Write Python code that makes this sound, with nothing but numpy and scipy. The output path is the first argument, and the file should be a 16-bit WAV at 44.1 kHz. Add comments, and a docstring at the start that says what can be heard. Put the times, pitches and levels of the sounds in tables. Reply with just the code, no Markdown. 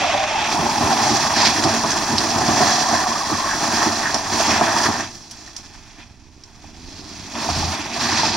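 """A five-cylinder estate car drags a boat trailer up a gravel ramp, about ten metres off, in a light breeze.
0-5 s: the front tyres spin and squeal; stones grind under the tread, thump the carcass and spray away.
5-6.5 s: the driver lifts off, the engine runs down, a few last pebbles land.
From 6.5 s: the revs rise; near 7.4 s the tyres break loose again and a wheel briefly shudders."""
import sys
import numpy as np
from scipy import signal
from scipy.fft import rfft, irfft, next_fast_len
from scipy.io import wavfile
from scipy.ndimage import uniform_filter1d

SR = 44100
rng = np.random.default_rng(int(sys.argv[2]) if len(sys.argv) > 2 else 0)


def file_out(sig):
    """Save sig as 16-bit WAV at sys.argv[1]."""
    # one column per channel
    cols = np.atleast_2d(sig).T
    # limit, then scale
    lim = np.clip(cols, -1, 1)
    pcm = np.round(lim * 32767).astype(np.int16)
    wavfile.write(sys.argv[1], SR, pcm)


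N = 368676
TIME = np.arange(N) / SR

# wheelspin: t/s, grinding/dB, spray/dB
WHEELSPIN = [(0.0, -22, -26.5), (0.09, -24, -27.5), (1.49, -21.5, -24), (2.12, -25.5, -26),
             (2.7, -20.5, -22.5), (3.15, -27.5, -27.5), (3.86, -22.5, -23.5), (4.26, -28, -30),
             (4.4, -22.5, -21), (4.54, -20, -24.5), (4.7, -23, -27), (4.82, -20.5, -21.5),
             (5.01, -27.5, -32.5), (5.14, -48, -40), (6.01, -49.5, -49.5), (6.19, -58.5, -57),
             (7.29, -42, -38), (7.43, -26, -29.5), (7.71, -28, -30), (7.89, -33.5, -35.5),
             (8.08, -22.5, -26), (8.36, -25.5, -37)]


def undb(db):
    return 10 ** (np.asarray(db) / 20)


def unit(x):
    return x / np.sqrt(np.mean(x ** 2))


def curves(table):
    """Columns of a time table, per sample."""
    t_s, *columns = np.transpose(table)
    return [np.interp(TIME, t_s, column) for column in columns]


def along(table, hz):
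    """Spectrum read on a log-frequency axis."""
    f_hz, value = np.transpose(table)
    return np.interp(np.log(hz + 1), np.log(f_hz), value)


def colour(x, spectrum, size=4096):
    """Minimum-phase filter from rows of f/Hz, gain/dB; rolls off beyond the ends."""
    hz = np.fft.rfftfreq(size, 1 / SR) + 1
    outside = np.abs(np.log(hz / np.clip(hz, spectrum[0][0], spectrum[-1][0])))
    cepstrum = irfft(np.log(undb(along(spectrum, hz))) - 4.33 * outside)
    cepstrum[1:size // 2] *= 2
    cepstrum[size // 2 + 1:] = 0
    return signal.fftconvolve(x, irfft(np.exp(rfft(cepstrum))))[:len(x)]


def ring(x, hz, width_hz):
    """One resonance, gain 1 at centre."""
    return signal.lfilter(*signal.iirpeak(hz, hz / width_hz, fs=SR), x)


def body(force, response):
    """Drive a resonant body at unit broadband gain."""
    return response(force) / np.linalg.norm(response(signal.unit_impulse(N)))


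def walk(rate_hz):
    """Smooth random wander, RMS 1."""
    hold = int(SR / rate_hz)
    steps = np.repeat(rng.standard_normal(N // hold + 2), hold)
    return unit(uniform_filter1d(steps, hold)[rng.integers(hold):][:N])


def burst(start_s, rise_s, decay_s):
    """Envelope of one blow."""
    out = np.zeros(N)
    first = int(start_s * SR)
    age_s = TIME[:min(int(10 * decay_s * SR), N - first)]
    out[first:first + len(age_s)] = (1 - np.exp(-age_s / rise_s)) * np.exp(-age_s / decay_s)
    return out


def swell(start_s, length_s):
    """Half-sine envelope."""
    return np.sin(np.pi * np.clip((TIME - start_s) / length_s, 0, 1))


def grains(per_s, spread_db):
    """Random stone contacts: many small, few large."""
    hit = rng.random(N) < per_s / SR
    size = undb(spread_db * np.minimum(rng.exponential(size=N), 5))
    return unit(hit * size * rng.choice([-1, 1], N))


def follow(level_db, law):
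    """Gain from a level plus a law's offsets: base/dB, loose grit/dB, hot rubber/dB, rolling/dB."""
    dig_in_s, dig_takes_s = 0.49, 0.082  # tyres skim loose grit, then dig into packed stones
    heat_s = 1.85  # rubber warms with spin, cools as slowly
    grip_below_db, grip_range_db = -29, 3  # less grinding: tyres grip and roll
    grind_db, _ = curves(WHEELSPIN)
    loose = np.clip(.5 - (TIME - dig_in_s) / dig_takes_s, 0, 1)
    heat = signal.lfilter([1], [1, -np.exp(-1 / (heat_s * SR))], undb(grind_db) ** 2)
    rolling = np.clip(.5 - (grind_db - grip_below_db) / grip_range_db, 0, 1)
    base_db, loose_db, hot_db, rolling_db = law
    return undb(level_db + base_db + loose_db * loose + hot_db * heat / heat.max() + rolling_db * rolling)


def chirps(centre_hz, spread, rise_cycles, count):
    """Tread blocks snap off stones: short chirps of random pitch, glide and size."""
    out = np.zeros(N)
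    starts = ((np.arange(count) + rng.random(count)) * N / count).astype(int)
    for start, (pitch, glide, size) in zip(starts, rng.uniform(-1, 1, (count, 3))):
        cycles = (TIME[start:start + SR // 20] - TIME[start]) * centre_hz * np.exp(spread * pitch)
        age = cycles / rise_cycles
        envelope = undb(5 * size) * age * np.exp(-age ** 2 / 2)
        out[start:start + len(age)] += envelope * np.sin(2 * np.pi * cycles * (1 + .03 * glide * age))
    return unit(out)


def tread(force):
    """The horn between tread and ground radiates a broad hump."""
    # horn response: f/Hz, gain/dB
    horn = [(400, -12), (510, -13), (670, -2.5), (850, -0.5), (1020, -1.5), (1200, -5), (1450, -14.5)]
    return colour(force, horn)


def carcass(force):
    """The hollow tyre booms in its low modes."""
    # belt, air cavity and sidewall modes: f/Hz, width/Hz, gain/dB
    modes = [(95.8, 7.1, 1), (145, 92, 0.5), (231.8, 16, 10), (295, 78, 7)]
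    boom = sum(undb(db) * ring(force, hz, width_hz) for hz, width_hz, db in modes)
    return colour(boom, [(40, -13.0), (85, 2.0), (350, -2.5), (470, -7.5)])


def tyres(grind_db, judder_db):
    """Stones grind under the tread and pound the carcass; rubber scuffs and scrubs over them."""
    # tread bites on larger stones: t/s, decay/s, crunch/dB, thump/dB
    bites = [(0.569, 0.066, -18, -17), (0.794, 0.077, -14.5, -16.5), (1.098, 0.033, -22, -14.5),
             (1.636, 0.055, -14.5, -13.5), (1.834, 0.018, -12.5, -16.5), (2.084, 0.092, -24.5, -16.5),
             (2.339, 0.08, -17, -15.5), (2.48, 0.016, -14, -12.5), (2.6, 0.025, -12, -16.5),
             (2.916, 0.018, -13, -14.5), (3.313, 0.022, -34, -15), (3.813, 0.017, -9, -35),
             (3.856, 0.018, -19.5, -11), (4.139, 0.02, -14, -28), (4.334, 0.024, -19, -19),
             (4.46, 0.056, -15, -19), (4.604, 0.018, -11, -19), (4.884, 0.011, -16, -13),
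             (7.34, 0.044, -25, -28), (7.95, 0.04, -23.5, -42)]
    # hot rubber on bare stone: t/s, length/s, level/dB
    scrapes = [(3.452, 0.13, -25), (3.752, 0.13, -28), (4.03, 0.063, -23), (7.94, 0.34, -29)]
    # offsets from grinding: base/dB, loose/dB, hot/dB, rolling/dB
    grind_law = (-2.5, 0.5, 2.17, -0.9)
    pound_law = (-7, -6, -0.5, 2.5)
    scuff_law = (-6.5, -2.5, -2.5, -1)
    scrub_law = (-15, 0.5, 10.5, 0)
    crunch, thump = np.zeros(N), np.zeros(N)
    for t_s, decay_s, crunch_db, thump_db in bites:
        blow = burst(t_s, 0.3 * decay_s, decay_s)
        crunch += undb(crunch_db) * blow
        thump += undb(thump_db) * blow
    crush = rng.standard_normal(N)
    grinding = grains(per_s=2600, spread_db=1.5) * follow(grind_db, grind_law) * undb(judder_db + walk(90))
    pounding = grains(per_s=700, spread_db=1.0) * follow(grind_db, pound_law) * undb(1.9 * judder_db)
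    scrub = unit(colour(grains(per_s=2800, spread_db=4.0), [(1300, -8), (1830, 2.5), (2100, -12.5)]))
    scrape_gain = sum(undb(db) * swell(t_s, length_s) for t_s, length_s, db in scrapes)
    scrub *= np.hypot(follow(grind_db, scrub_law) * undb(2 * judder_db), scrape_gain)
    scuff = chirps(861, spread=0.292, rise_cycles=4.4, count=400) * follow(grind_db, scuff_law)
    stones = body(grinding + crunch * crush, tread) + body(pounding + thump * crush, carcass)
    return stones + scuff + scrub


def squeal(fade_s=0.06):
    """Rubber sticks and slips on stone: fluttering runs of chirps, each around one pitch."""
    # slips: t/s, length/s, f/Hz, level/dB, relative pitch spread
    slips = [(-0.1, 0.46, 610, -27.5, .04), (-0.05, 0.38, 775, -24, .04), (0.28, 1.2, 850, -25, .06),
             (2.28, 0.85, 745, -25.5, .03), (2.72, 0.85, 1080, -27.5, .06)]
    out = np.zeros(N)
    for t_s, length_s, hz, db, spread in slips:
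        held = np.clip(np.minimum(TIME - t_s, t_s + length_s - TIME) / fade_s, 0, 1)
        out += undb(db) * held * chirps(hz, spread, rise_cycles=7, count=360)
    return out


def gravel(grind_db, spray_db, judder_db):
    """Fine spray, coarse stones and grit leave the tread in handfuls; stronger spray, more stones."""
    # whole loads flung: t/s, length/s, spray/dB, coarse/dB, grit/dB
    throws = [(1.03, 0.25, -25, -29, -47), (1.33, 0.23, -23, -20.5, -23), (2.51, 0.49, -23.5, -49, -48),
              (4.31, 0.44, -27, -45, -27), (5.968, 0.092, -62, -57, -45.5), (6.747, 0.57, -48, -44, -64),
              (7.307, 0.51, -32.5, -31, -41.5), (7.896, 0.64, -26.5, -26, -30.5)]
    # spectra by stone size: f/Hz, level/dB
    spray_spectrum = [(3000, -15), (3350, -4.5), (3730, -12), (4000, -3), (4900, -1), (5850, 2.5),
                      (6500, -3.5), (7500, -10.5), (9000, -24)]
    coarse_spectrum = [(3700, -6), (4100, 0), (5200, 0.5), (6200, -17.5)]
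    grit_spectrum = [(1400, -7), (2200, -4.5), (2550, -1), (2980, -9.5), (3350, -4.5), (3750, -10)]
    # offsets from spray and from grinding: base/dB, loose/dB, hot/dB, rolling/dB
    spray_law = (-0.82, -2.3, 1, -0.023)
    grit_law = (-6, 5, -3, 5.5)
    spray_gain, coarse_gain, grit_gain = follow(spray_db, spray_law), 0, follow(grind_db, grit_law)
    for t_s, length_s, load_spray_db, load_coarse_db, load_grit_db in throws:
        load = swell(t_s, length_s)
        spray_gain = np.hypot(spray_gain, undb(load_spray_db) * load)
        coarse_gain = np.hypot(coarse_gain, undb(load_coarse_db) * load)
        grit_gain = np.hypot(grit_gain, undb(load_grit_db) * load)
    per_s = 9000 * (spray_gain / spray_gain.max()) ** .2
    handfuls = undb(.7 * judder_db + 1.1 * walk(90)) / np.sqrt(per_s / per_s.mean())
    sizes = (spray_spectrum, spray_gain), (coarse_spectrum, coarse_gain), (grit_spectrum, grit_gain)
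    stones = sum(unit(colour(grains(per_s, spread_db=2.5), spectrum)) * gain for spectrum, gain in sizes)
    return handfuls * stones


def sand(spray_db, judder_db):
    """A wide cloud of sand hisses, independent left and right."""
    # hiss: f/Hz, level/dB
    spectrum = [(7500, -3.5), (10000, 2), (12100, -15.5), (13200, -7.5), (15500, -9.5)]
    # offsets from spray: base/dB, loose/dB, hot/dB, rolling/dB
    sand_law = (-13.5, -8, -1, -2.5)
    cloud = np.array([unit(colour(grains(per_s=9000, spread_db=3.5), spectrum)) for _ in range(2)])
    return cloud * follow(spray_db, sand_law) * undb(judder_db)


def engine():
    """Five unequal cylinders fire into the exhaust; gas rushes once per firing."""
    # revs: t/s, firing rate/Hz, level/dB
    revs = [(0, 96.9, -42), (3.9, 88, -44.5), (5.0, 123.3, -42), (5.55, 97.7, -51.5), (6.1, 62.36, -50),
            (6.55, 68, -50.5), (6.8, 84.2, -42), (7.1, 98.1, -39.5), (7.85, 79.05, -44.5),
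            (8.36, 115.8, -30.5)]
    # pulse per cylinder: level/dB
    cylinders_db = (4, -3, 2, -5, -1)
    # exhaust response: f/Hz, gain/dB
    exhaust = [(25, -30), (70, 6), (175, -2.5), (300, 1.5), (480, -12.5), (800, -26), (2000, -36)]
    firing_hz, db = curves(revs)
    phase = np.cumsum(firing_hz * (1 + .025 * walk(40))) / SR
    fires = np.flatnonzero(np.diff(np.floor(phase)))
    pulses = np.zeros(N)
    pulses[fires] = undb(np.resize(cylinders_db, len(fires)) + 2.1 * rng.standard_normal(len(fires)))
    gas = rng.standard_normal(N) * np.exp(-(phase % 1) / 0.34)
    flow = unit(pulses - pulses.mean()) + unit(gas)
    return unit(colour(flow, exhaust)) * undb(db)


def breeze():
    """Soft gusts rumble, mostly at the right microphone."""
    gusts_db = 1.5 * walk(4)
    rumble = unit(colour(rng.standard_normal(N), [(20, -14), (65, -22), (120, -25.0)]))
    return rumble * undb(-48 + gusts_db) * np.array([[.4], [1.4]])


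def knocks():
    """Stones shot from under the tread knock hollowly, with a rasp of contact."""
    # single stones: t/s, level/dB, f/Hz
    shots = [(0.141, -9.5, 800), (0.663, -10.5, 900), (0.931, -8, 710), (1.429, -4, 953), (2.621, -4, 723),
             (2.932, -10, 730), (4.402, -7, 670), (4.611, -3.5, 704), (4.763, -7.5, 950), (6.642, -33, 800),
             (7.488, -9.5, 731), (7.627, -11.5, 820), (8.233, -7, 894)]
    rasp = 0.39 * unit(tread(rng.standard_normal(N)))
    out = np.zeros(N)
    for t_s, db, hz in shots:
        tone = np.sin(2 * np.pi * hz * (TIME - t_s))
        out += undb(db) * burst(t_s, rise_s=.0015, decay_s=.0075) * (tone + rasp)
    return out


def pebbles():
    """Each pebble cracks, rings briefly and rattles on in small bounces."""
    # strikes on car or stones: t/s, level/dB, f/Hz, crack re level/dB
    strikes = [(1.146, -27, 5360, -11.5), (1.637, -17.5, 5200, -23), (1.903, -23, 6050, -12),
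               (2.181, -18, 4540, -14), (4.143, -20, 5700, -16), (5.310, -35.5, 5980, -5),
               (5.564, -31.5, 5740, -8), (6.436, -44, 5470, -18), (8.266, -29, 5300, -20)]
    rings, cracks = np.zeros(N), np.zeros(N)
    bounces = unit(undb(5 * walk(160)))
    for t_s, db, hz, crack_db in strikes:
        rattle = .17 * bounces * burst(t_s, rise_s=.006, decay_s=.028)
        contact = rng.standard_normal(N) * (burst(t_s, rise_s=.0007, decay_s=.005) + rattle)
        rings += undb(db) * (2.6 * ring(contact, hz, width_hz=800) + .7 * contact)
        cracks += undb(db + crack_db) * contact
    rings = colour(rings, [(1000, 1), (5500, 13.5), (7500, 6.5)])
    return rings + colour(cracks, [(6000, -17), (10000, 13), (15000, -9)])


def shudder():
    """The driven wheel hops as it briefly grips; its belt booms."""
    belt_hz = 86 * (1 + 0.037 * walk(25))
    belt = np.sin(2 * np.pi * np.cumsum(belt_hz) / SR)
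    rattle = unit(ring(ring(rng.standard_normal(N), 125, width_hz=147), 82, width_hz=130))
    return undb(-23.0) * swell(start_s=7.45, length_s=0.31) * (belt + 0.73 * rattle)


def outdoors(x, scatter_s=0.0093, size=16384):
    """Ground and bank scatter the sound differently to the two microphones."""
    # left-right likeness: f/Hz, likeness/0-1
    likeness = [(500, 0.88), (2000, 0.86), (5000, 0.74), (8000, 0.069)]
    # left minus right: f/Hz, level/dB
    balance = [(40, -6.5), (130, -4.3), (380, -5), (700, -3), (1100, -0.5), (2400, -1), (5700, -5),
               (8000, 2.8)]
    # phase lead of the left: f/Hz, lead/rad
    lead = [(400, 0.021), (1100, 1), (2200, -0.43), (5600, 0.045), (8000, 0.54)]
    dip_hz, dip_width_hz, dip_db = 488, 42, -5.5  # soft-ground reflection cancels a band
    length = next_fast_len(N + size)
    hz = np.fft.rfftfreq(length, 1 / SR)
    echoes = rng.standard_normal(size) * np.exp(-np.arange(size) / SR / scatter_s)
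    scatter = rfft(echoes / np.linalg.norm(echoes), length)
    alike = np.clip(along(likeness, hz), 0, 1)
    side = np.array([[1], [-1]])
    pair = np.sqrt((1 + alike) / 2) + side * np.sqrt((1 - alike) / 2) * scatter
    direction = undb(side * along(balance, hz) / 2) * np.exp(1j * side * along(lead, hz) / 2)
    ground = undb(dip_db * np.exp(-((hz - dip_hz) / dip_width_hz) ** 2))
    return irfft(rfft(x, length) * ground * pair * direction, length)[:, :N]


def scene():
    """The car on the ramp, heard across open ground."""
    grind_db, spray_db = curves(WHEELSPIN)
    judder_db = 1.1 * walk(45)  # wheel hop: tyre, gravel and sand swell together
    wheels = tyres(grind_db, judder_db) + knocks() + squeal() + shudder()
    stones = gravel(grind_db, spray_db, judder_db) + pebbles()
    return outdoors(wheels + stones + engine()) + sand(spray_db, judder_db) + breeze()


def record(dry):
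    """Soft clip, then steep low-pass."""
    top_hz = 15900
    lowpass = signal.ellip(10, .1, 80, top_hz, fs=SR, output="sos")
    return signal.sosfilt(lowpass, np.tanh(0.69 * dry) / 0.7)


dry = scene()
out = record(dry)
file_out(out)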